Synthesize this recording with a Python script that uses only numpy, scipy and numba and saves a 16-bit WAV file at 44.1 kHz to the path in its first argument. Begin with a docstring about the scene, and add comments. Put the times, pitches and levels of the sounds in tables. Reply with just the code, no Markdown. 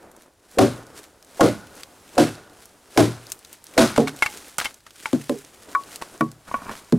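"""On a plank bench in a quiet forest, a short log is swung as a club onto a hatchet set in a standing log, until
the log splits and the halves clatter down; then a stick is chopped with light blows and scraped by the blade.
Wood sounds as noise cracks and sums of decaying modes driven by a force pulse, steel as two decaying tones.
Clothes, boots, wind and forest are filtered noise, bark crackles in short noise bursts, and decaying noise
echoes the hits from a boulder and the trees; a limiter flattens the hardest blows."""
import sys
import numpy as np
from scipy import signal
from scipy.fft import rfft, irfft
from scipy.io import wavfile
from scipy.ndimage import uniform_filter1d
from numba import njit

SR = 44100
rng = np.random.default_rng(int(sys.argv[2]) if len(sys.argv) > 2 else 0)


def dump(signal):
    """Clip the signal to [-1, 1] and save it as 16-bit WAV at the path in sys.argv[1]."""
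    limited = np.clip(np.atleast_2d(signal).T, -1, 1)
    pcm = np.round(limited * 32767).astype(np.int16)
    wavfile.write(sys.argv[1], SR, pcm)


N = 307818  # samples in the scene
MID_SIDE = np.array([[1], [-1]])  # opposite polarity left and right


def undb(db):
    """Level law: decibels become an amplitude ratio, or a power ratio when given 2 * db."""
    return 10 ** (np.asarray(db) / 20)


def unit(x):
    """Normalisation: scales a signal to an rms value of 1."""
    return x / np.sqrt(np.mean(x ** 2))


def fade(t, t60):
    """Exponential decay: the amplitude falls 60 dB in t60 seconds."""
    return np.exp(-np.log(1000) * t / max(t60, 1e-3))


def coloured(x, shape):
    """Spectral shaping: filters x through (f/Hz, level/dB) points on a log frequency axis, to rms 1."""
    hz, db = np.transpose(shape)
    size = x.shape[-1]
    f = np.maximum(np.arange(size // 2 + 1) * SR / size, 1)
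    gain = undb(np.interp(np.log(f), np.log(hz), db))
    return unit(irfft(rfft(x) * gain, size))


def walk(rate):
    """Random modulation: levels held for 1 / rate seconds, smoothed by two moving averages, to rms 1."""
    hold = int(SR / rate)
    steps = np.repeat(rng.standard_normal(N // hold + 1), hold)
    return unit(uniform_filter1d(uniform_filter1d(steps, hold), hold)[:N])


def swell(s, rise_db_s, fall_db_s):
    """Exponential growth and decay: power climbs to 1 at s seconds and sinks, at steady dB per second."""
    t = np.arange(N) / SR - s
    return undb(2 * np.where(t < 0, rise_db_s * t, -fall_db_s * t))


def add(out, s, x, pan_db):
    """Superposition: mixes x in at s seconds, the left channel pan_db above the right."""
    start = int(s * SR)
    n = min(x.shape[-1], N - start)
    out[:, start:start + n] += x[..., :n] * undb(np.array([[pan_db], [-pan_db]]) / 2)


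def spread(shape, size, side_db):
    """Partial coherence: coloured noise shared by both channels, plus a weak part of opposite polarity."""
    mid, side = coloured(rng.standard_normal((2, size)), shape)
    return mid + undb(side_db) * side * MID_SIDE


def wide(shape, side_db, grain_db):
    """Granular noise: grains of 40 samples and uneven level flicker in a partly coherent stereo field."""
    sizes = np.minimum(rng.exponential(size=N // 40 + 1), 5)
    grains = rng.standard_normal((2, N)) * undb(grain_db * np.repeat(sizes, 40)[:N])
    mid, side = coloured(grains[0], shape), coloured(grains[1], shape)
    return mid + undb(side_db) * side * MID_SIDE


# spectrum of the quiet forest: f/Hz, relative level per Hz/dB
FOREST_SPECTRUM = [(12, -38), (20, -16), (60, -6.5), (184, 0), (237, 0), (332, 0), (966, -3.5), (1350, -6),
                   (2240, -11), (8410, -12.5), (10800, -13.5), (15200, -23), (16500, -27)]


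def forest():
    """Diffuse background noise: a steady spectrum whose level drifts slowly around -57 dB."""
    return wide(FOREST_SPECTRUM, -15, 0.59) * undb(-57 + 2.7 * walk(3.19))


# body movements between the blows, levels before flicker:
# peak t/s, rise/(dB/s), fall/(dB/s), cloth swish level/dB, boot scuff level/dB
BODY_MOVES = [(0.029, 194, 69, -59.5, -45.5), (0.22, 102, 100, -58.5, -59), (0.988, 254, 142, -43.5, -57.5),
              (1.8, 98, 132, -49.5, -55), (2.64, 82, 142, -52.5, -54), (3.3, 46, 95, -50, -52),
              (3.53, 148, 300, -45.5, -55.5), (4.2, 98, 99, -47, -66), (4.33, 92, 57, -40, -52),
              (4.7, 83, 148, -48.5, -54.5), (5.04, 105, 60, -46, -54), (5.22, 143, 60, -40.5, -65),
              (5.601, 66, 25, -51, -76), (5.72, 83, 48, -59, -48.5), (5.93, 58, 59, -43.5, -47.5),
              (6.16, 60, 71, -50.5, -48.5), (6.54, 113, 71, -50, -55), (6.71, 92, 71, -45, -45)]
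# spectrum of cloth: f/Hz, relative level per Hz/dB
SWISH_SPECTRUM = [(880, -7.5), (1500, -0.5), (2010, -1.5), (4050, -3.5), (5000, -3.5), (9500, -3.5),
                  (15200, -14.5), (16000, -22), (16500, -39)]
# spectrum of boots and bark: f/Hz, relative level per Hz/dB
SCUFF_SPECTRUM = [(120, -7), (300, 5), (600, 2), (1000, -3.5), (1500, -5), (2500, -19), (4000, -60)]
# spectrum of wind and shaken ground: f/Hz, relative level per Hz/dB
WIND_SPECTRUM = [(15, -7), (30, 11), (60, 15), (110, 14), (200, -27)]
SWING_DB_S, SWING_SWISH_DB, SWING_SCUFF_DB = 120, -44, -44  # the downswing swells into each club blow
# debris settles and the ground rumbles on after each heavy hit; levels relative to the hit's peak
SETTLE_DB_S, SETTLE_SWISH_DB, SETTLE_SCUFF_DB = 37.5, -57, -45.5
RUMBLE_DB_S, RUMBLE_DB = 50, -54
WIND_DB = -67.5


def aftermath(fall_db_s):
    """Energy decay: the summed power that each blow and thud leaves behind."""
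    return sum(swell(s, 2000, fall_db_s) * undb(2 * db) for s, db, *_ in CLUB_BLOWS + LANDINGS)


def rustle():
    """Friction noise: cloth in the treble, boots and bark below; wind and shaken ground in the bass."""
    moves = sum(swell(s, rise, fall) * undb(2 * np.array([[swish_db], [scuff_db]]))
                for s, rise, fall, swish_db, scuff_db in BODY_MOVES)
    swing = sum(swell(s, SWING_DB_S, 400) for s, *_ in CLUB_BLOWS)
    settle, rumble = aftermath(SETTLE_DB_S), aftermath(RUMBLE_DB_S)
    # independent sources add in power; the root gives the amplitude
    swish = np.sqrt(moves[0] + swing * undb(2 * SWING_SWISH_DB) + settle * undb(2 * SETTLE_SWISH_DB))
    scuff = np.sqrt(moves[1] + swing * undb(2 * SWING_SCUFF_DB) + settle * undb(2 * SETTLE_SCUFF_DB))
    low = np.sqrt(undb(2 * WIND_DB) + rumble * undb(2 * RUMBLE_DB))
    cloth = wide(SWISH_SPECTRUM, -37.5, 2.33) * swish * undb(2 * walk(30) + 1.5 * walk(120))
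    boots = wide(SCUFF_SPECTRUM, -18.5, 2.45) * scuff * undb(2 * walk(30))
    return cloth + boots + wide(WIND_SPECTRUM, -18.5, 0.3) * low


# the louder snaps of bark and fibres: t/s, peak level/dB, centre f/Hz
SNAPS = [(0.165, -34.5, 8000), (0.2217, -36, 6810), (0.5137, -34.5, 8160), (1.2476, -35, 8370),
         (1.754, -33, 10600), (1.8339, -21.5, 3250), (2.656, -31, 9800), (3.2685, -26, 4500),
         (3.3015, -26, 8560), (3.3195, -12, 7560), (3.4486, -27, 3950), (3.529, -24, 10600),
         (3.6415, -28.5, 11000), (3.6678, -27, 5900), (3.7383, -30, 2000), (4.164, -27.5, 7570),
         (4.1906, -26.5, 2300), (4.4817, -31, 9900), (4.583, -7, 8400), (4.601, -10, 2130),
         (4.6445, -15, 2640), (4.743, -29, 6660), (4.907, -32, 3190), (5.0012, -28, 2280),
         (5.388, -31, 8400), (5.448, -29, 3430), (5.8362, -30.5, 3690), (5.918, -30, 5290),
         (5.9589, -19.5, 6640), (6.178, -33, 6820), (6.316, -31, 6300)]
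FAINT_PER_S, FAINT_DB = 3, -42  # faint snaps fall at random, up to 8 dB above this level


def crackle():
    """Impulsive fracture: broadband bursts peak at a centre frequency and die within milliseconds."""
    out, t = np.zeros((2, N)), np.arange(SR // 50) / SR
    faint = [(when * N / SR, FAINT_DB + 8 * size, 2000 * 2 ** (2.4 * pitch))
             for when, size, pitch in rng.random((FAINT_PER_S * N // SR, 3))]
    lowpass = signal.butter(2, 13000, fs=SR)
    for s, db, hz in SNAPS + faint:
        shape = [(hz / 5, -20), (hz / 1.02, -5), (hz, 0), (hz * 1.03, -4), (hz * 4, -16)]
        decay = fade(t, 0.0061) + 0.33 * fade(t, 0.04)
        snap = signal.lfilter(*lowpass, coloured(rng.standard_normal(len(t)), shape) * decay)
        add(out, s, undb(db) * snap / np.abs(snap).max(), 2 * rng.standard_normal())
    return out


def echoes(x, near_db, near_s, far_db, far_s):
    """Reverberation by convolution: a brief boulder echo, then a longer tail scattered by the trunks."""
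    t = np.arange(SR) / SR
    near = unit(rng.standard_normal(SR) * fade(t, near_s)) * MID_SIDE
    scattered = rng.standard_normal((2, SR)) * fade(t, far_s) * np.minimum(t / 0.018, 1)
    # strong in the deep bass and treble, weak around 1 kHz
    far = coloured(scattered, [(60, 22), (300, -5), (1000, -28), (4000, 4.0), (12000, 31)])
    response = undb(near_db) * near + undb(far_db) * far
    return signal.fftconvolve(x.mean(axis=0)[None], response, axes=1)[:, :N] / np.sqrt(SR)


# club on hatchet: t/s, body peak level/dB before panning and limiting, favoured f/Hz,
# focus/(dB/octave squared), ring time factor/1, crack level/dB and tearing level/dB relative to the peak,
# left minus right/dB, first touch before the crack/s, hum level/dB, low and high steel tone level/dB
CLUB_BLOWS = [(0.5854, 9.05, 556, 1.7, 1, -20.5, -26.5, 0.078, 0.012, -16, -41, -50),
              (1.4073, 8, 604, 1.12, 0.93, -19, -26, 0.46, 0.012, -14, -38.5, -44),
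              (2.179, 5.2, 368, 2.2, 0.84, -28, -22, -0.54, 0.0094, -19, -41.5, -29),
              (2.9746, 3.45, 374, 2.3, 0.94, -9, -19, 0.5, 0.012, -23, -61, -59),
              (3.7774, 4.6, 383, 1.6, 0.96, -17, -15.5, 1.3, 0.0091, -21, -36, -47)]
CLUB_HZ = 560


def club():
    """Phase modulation: a short hum, its phase wobbling at random, leads up to each crack."""
    out, t = np.zeros((2, N)), np.arange(SR // 50) / SR
    for s, *_, lead_s, db, _, _ in CLUB_BLOWS:
        wobble = np.cumsum(uniform_filter1d(rng.standard_normal(len(t)), size=80)) * 0.17
        hum = np.sin(2 * np.pi * CLUB_HZ * t + wobble) * np.minimum(t / 0.0013, 1) * (t < lead_s)
        add(out, s - lead_s, undb(db) * hum, 0)
    return out


# spectrum of the contact crack: f/Hz, relative level per Hz/dB
CRACK_SPECTRUM = [(300, 4.5), (1000, 8.5), (2500, 1), (5000, -4), (9000, -7), (12000, -9.5), (16000, -28)]
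# spectrum of tearing fibres: f/Hz, relative level per Hz/dB
TEAR_SPECTRUM = [(470, -12), (800, -5), (1450, -1.5), (1780, -7), (3020, -10), (3700, -8.5), (10600, -16),
                 (15300, -31), (16500, -45)]
SCATTER_DB = 2.5  # no two hits share out the modes alike
APART = .19  # how unlike the two channels hear one mode


def struck(events, modes, push_s, lag_s, cycles, detune, loose, chatter_s, chatter_db, tear_s):
    """Modal synthesis: a crack and tearing fibres, then modes driven by a push and a decaying chatter."""
    out, t = np.zeros((2, N)), np.arange(SR // 2) / SR
    hz, mode_db, t60 = np.transpose(modes)[:, :, None]
    for s, db, best_hz, focus_db, stretch, crack_db, tear_db, pan_db, *_ in events:
        chance = rng.standard_normal((4, len(modes), 1))
        # a body takes some cycles to swing up, so the lows come late; every mode starts with its own sign
        decay = np.exp(-np.log(1000) * t / (t60 * stretch))
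        swing = decay * (1 - np.exp(-t * hz / cycles)) * np.sign(chance[0])
        focus = focus_db * np.log2(hz / best_hz) ** 2
        share = undb(mode_db - focus + SCATTER_DB * chance[1])
        # loosely seated wood: as contacts shift, each pitch sags from the jolt and wanders
        wander = unit(uniform_filter1d(rng.standard_normal((len(modes), len(t))), size=500, axis=1))
        pitch = hz * (1 + detune * chance[2] + loose * (wander + 1.438 * fade(t, .15)))
        ring = share * swing * np.sin(2 * np.pi * np.cumsum(pitch, axis=1) / SR)
        # each mode radiates its own way, so the channels get different shares, least in the bass
        tilt = APART * np.minimum(hz / 300, 1) * chance[3]
        pair = np.array([(ring * (1 + side * tilt)).sum(axis=0) for side in (1, -1)])
        push = unit(np.sin(np.pi * np.clip(t / push_s, 0, 1)))
        chatter = undb(chatter_db) * rng.standard_normal(len(t)) * fade(t, chatter_s)
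        body = signal.fftconvolve(pair, (push + chatter)[None], axes=1)[:, :len(t)]
        crack = spread(CRACK_SPECTRUM, len(t), -24) * fade(t, 0.014) * (1 - np.exp(-t / 0.00023))
        # tearing comes in uneven grains of 30 samples
        grit = undb(1.9 * np.repeat(rng.exponential(size=len(t) // 30 + 1) - 1, 30)[:len(t)])
        tear_decay = (fade(t, tear_s) + 0.072 * fade(t, 3 * tear_s)) * (1 - np.exp(-t / 0.001))
        tear = spread(TEAR_SPECTRUM, len(t), -23) * grit * tear_decay
        add(out, s, undb(db) * (undb(crack_db) * crack + undb(tear_db) * tear), pan_db)
        add(out, s + lag_s, undb(db) * body / np.abs(body).max(), pan_db)
    return out


# modes of the bench: f/Hz, level/dB, t60/s before the ring time factor
BENCH_MODES = [(116.3, -6.5, 0.41), (160, -15, 0.36), (206.9, -15.5, 0.38), (239.4, -1.5, 0.23),
               (266.8, -0.8, 0.2), (322.6, -5.5, 0.24), (370.3, -5, 0.21), (454.4, -10.5, 0.2),
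               (477.7, 2, 0.077), (541, -8.5, 0.14), (573.3, -2, 0.19), (637.3, -3, 0.076),
               (699, -3, 0.066), (759, -7.5, 0.12), (820, -18, 0.054), (924, -5, 0.07), (1053, -17, 0.22),
               (1260, -33, 0.047), (1355, -6.5, 0.093), (1500, -28.5, 0.06), (1590, -44, 0.043),
               (1834, -16, 0.032), (2058, -20.5, 0.32), (2760, -57, 0.06)]


def blows():
    """Impact excitation: each club blow on the hatchet rings the bench."""
    return struck(CLUB_BLOWS, BENCH_MODES, push_s=0.00059, lag_s=0.000998, cycles=2.2, detune=.02,
                  loose=0.0898, chatter_s=0.19, chatter_db=21.94, tear_s=0.29)


# hatchet head singing on after a blow: f/Hz, t60/s
STEEL_TONES = [(1460, 0.86), (2650, 0.34)]


def steel():
    """Lightly damped resonance: two thin tones of the hatchet head, fluctuating in level as they decay."""
    out, t = np.zeros((2, N)), np.arange(SR) / SR
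    for s, *_, low_db, high_db in CLUB_BLOWS:
        waver = 1 + 1.1 * unit(uniform_filter1d(rng.standard_normal(SR), size=500))
        tones = sum(undb(db) * fade(t, t60) * np.sin(2 * np.pi * hz * t)
                    for (hz, t60), db in zip(STEEL_TONES, (low_db, high_db)))
        add(out, s, waver * tones, 0)
    return out


# split halves knocking together: t/s, level/dB, favoured f/Hz, focus/(dB/octave squared),
# ring time factor/1, crack level/dB, tearing level/dB, left minus right/dB, as for the blows
HALF_KNOCKS = [(3.961, -20, 2400, 1.4, 0.46, 0, -5.5, .3), (4.072, -19.5, 1900, 6, 0.4, -14, -11, .3),
               (4.080, -24.5, 1700, 1.7, 1.3, 5, -8, .3), (4.2225, -2, 2900, 1.8, 1.18, -9.5, -19.5, .3),
               (4.2605, -10.5, 2040, 12, 1.2, -5, -19.5, 0.51), (4.5845, -23.5, 1250, 12, 0.4, 0, 2, 1.1),
               (4.612, -14.5, 950, 4.8, 0.37, -16, -10.5, 1.1),
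               (4.6455, -20.5, 2700, 5.7, 0.93, -20, -3, 2.5),
               (4.6555, -14, 2740, 29, 1.15, -4.5, -34, 1.4), (4.864, -40.5, 2550, 14, 0.48, -3, -1.5, 1.7),
               (5.0565, -8.5, 1600, 9.8, 0.33, -21, -23.5, 2.2), (5.087, -41, 2150, 5, .8, -8, -11, 1.2)]
# modes of the split halves: f/Hz, level/dB, t60/s before the ring time factor
HALF_MODES = [(850, -14.5, 0.25), (1156, 0, 0.02), (1410, -6, 0.035), (1580, -2, 0.023), (1730, -7, 0.011),
              (2082, 1.5, 0.053), (2630, 0.5, 0.018), (3000, -5, 0.012), (3090, -7, 0.045),
              (3570, -6, 0.016)]


def knocks():
    """Small-body resonance: the knocking halves ring high and are quickly damped."""
    return struck(HALF_KNOCKS, HALF_MODES, push_s=0.00031, lag_s=.0006, cycles=0.89, detune=0.018,
                  loose=0.024, chatter_s=0.019, chatter_db=28.7, tear_s=0.1)


# wood landing on bench or ground: t/s, level/dB, favoured f/Hz, focus/(dB/octave squared),
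# ring time factor/1, crack level/dB, tearing level/dB, left minus right/dB, as for the blows
LANDINGS = [(3.978, 6, 626, 3, 1.2, -17, -31.5, -0.39), (5.130, -5.5, 298, 4, 1, -14, -33, 0.67),
            (5.2948, -9.5, 403, 6.8, 1.1, -6.5, -39, 0.32), (6.208, -8.5, 216, 0.97, 1.05, -24, -51, 0.36),
            (6.9234, -2.5, 203, 3.2, 0.84, -13.5, -42, -0.45)]
# modes under the landing wood: f/Hz, level/dB, t60/s before the ring time factor
GROUND_MODES = [(121.7, -12.5, 0.39), (147.2, -7, 0.3), (187.6, -9, 0.21), (235.8, 5.4, 0.14),
                (276, -12, 0.26), (320, 1, 0.11), (392, -15, 0.2), (428, -5.5, 0.16), (500, -17, 0.074),
                (539.7, -0.5, 0.056), (613, -10.5, 0.083), (707, -17.5, 0.14), (793, -18.5, 0.14),
                (860, -18, 0.053), (936, -2, 0.03), (1320, -25, 0.042)]


def thuds():
    """Low-frequency impact response: landing wood rings the low modes of what it falls on."""
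    return struck(LANDINGS, GROUND_MODES, push_s=0.00072, lag_s=0.00194, cycles=0.34, detune=0.023,
                  loose=0.056, chatter_s=0.11, chatter_db=25.8, tear_s=0.21)


# blade tapping and scraping the stick: t/s, level/dB, favoured f/Hz, focus/(dB/octave squared),
# ring time factor/1, crack level/dB, tearing level/dB, left minus right/dB, as for the blows
BLADE_TAPS = [(5.7495, -5.5, 1560, 14, 0.99, -18.5, -56, 0.43),
              (6.014, -27, 900, 1.2, 0.97, -12, -9.5, 0.38), (6.022, -26, 1250, 4, 0.2, 4.5, -21, 0.3),
              (6.2085, -5, 1300, 0.98, 1, -12.5, -44, 0.76), (6.477, -38, 1000, 1.5, 0.37, -14, -6.5, .3),
              (6.514, -18.5, 870, 11, 0.19, -20, -36, 0.022),
              (6.541, -10.5, 1100, 1.8, 0.7, -23.5, -51, -0.34),
              (6.618, -26.5, 1200, 1.6, 0.88, -15, -22, 0.42),
              (6.694, -15.5, 1200, 1.1, 0.18, -16, -29, -.6),
              (6.712, -25, 1300, 1.2, 0.35, -22, -13, -0.19), (6.753, -37, 1300, 1.5, 0.32, 8, -13, -.6)]
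# modes of the stick: f/Hz, level/dB, t60/s before the ring time factor
STICK_MODES = [(239, 0, 0.08), (670, -0.5, 0.026), (920, -29, .04), (1005, -7.5, 0.1), (1117, -3.5, 0.14),
               (1260, -13, 0.065), (1437, -4, 0.043), (1497, -2.5, 0.019), (1810, -3.5, 0.014),
               (2250, -11, 0.038)]


def taps():
    """Bar resonance: light blows of the blade ring the stick."""
    return struck(BLADE_TAPS, STICK_MODES, push_s=0.00036, lag_s=0.00024, cycles=0.22, detune=0.006,
                  loose=0.0056, chatter_s=0.039, chatter_db=27.7, tear_s=0.15)


# blade dragged along the stick: t/s, level/dB
DRAG = [(6.46, -58), (6.48, -43), (6.56, -40.5), (6.62, -43.5), (6.70, -37.5), (6.78, -52), (6.86, -53.5),
        (6.9, -55)]


def scrape():
    """Stick-slip friction: dense clicks of uneven size ring the stick's modes, damped by the hand."""
    t = np.arange(SR // 10) / SR
    clicks = (rng.random(N) < 1500 / SR) * rng.standard_normal(N)  # about 1500 per second
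    slips = clicks * undb(2.5 * np.minimum(rng.exponential(size=N), 3))
    # the hand leaves 0.35 of each ring time; mode level differences are halved in dB
    ring = sum(undb(db / 2) * fade(t, 0.35 * t60) * np.sin(2 * np.pi * hz * t) for hz, db, t60 in STICK_MODES)
    sound = unit(signal.fftconvolve(slips, ring)[:N]) + 0.095 * coloured(slips, TEAR_SPECTRUM)
    s, db = np.transpose(DRAG)
    return sound * undb(np.interp(np.arange(N) / SR, s, db, left=-120, right=-120))


def scene():
    """Superposition: direct hits, their echoes, rustle and forest add up."""
    hits = crackle() + club() + blows() + steel() + knocks() + thuds() + taps() + scrape()
    return forest() + rustle() + hits + echoes(hits, near_db=-48.0, near_s=0.01, far_db=-16.5, far_s=0.23)


@njit
def limiter(x, top, attack, release):
    """Gain control: both channels share a gain that holds the smoothed peak envelope under top."""
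    y, envelope = np.empty_like(x), 0.
    for i in range(x.shape[1]):
        peak = max(abs(x[0, i]), abs(x[1, i]))
        envelope += (peak - envelope) * (attack if peak > envelope else release)
        y[:, i] = x[:, i] * min(1., top / (envelope + 1e-9))
    return y


LIMIT_DB, ATTACK_S, RELEASE_S = -4, .0004, .008  # envelope ceiling before saturation, time constants
TOP_HZ = 16200


def record(dry):
    """Nonlinear compression: limits the peaks, rounds what slips through and cuts the top of the band."""
    held = limiter(dry, undb(LIMIT_DB), 1 / (ATTACK_S * SR), 1 / (RELEASE_S * SR))
    rounded = np.tanh(1.08 * held) / 1.187
    return signal.sosfilt(signal.ellip(8, .2, 70, TOP_HZ, fs=SR, output="sos"), rounded)


dry = scene()
out = record(dry)
dump(out)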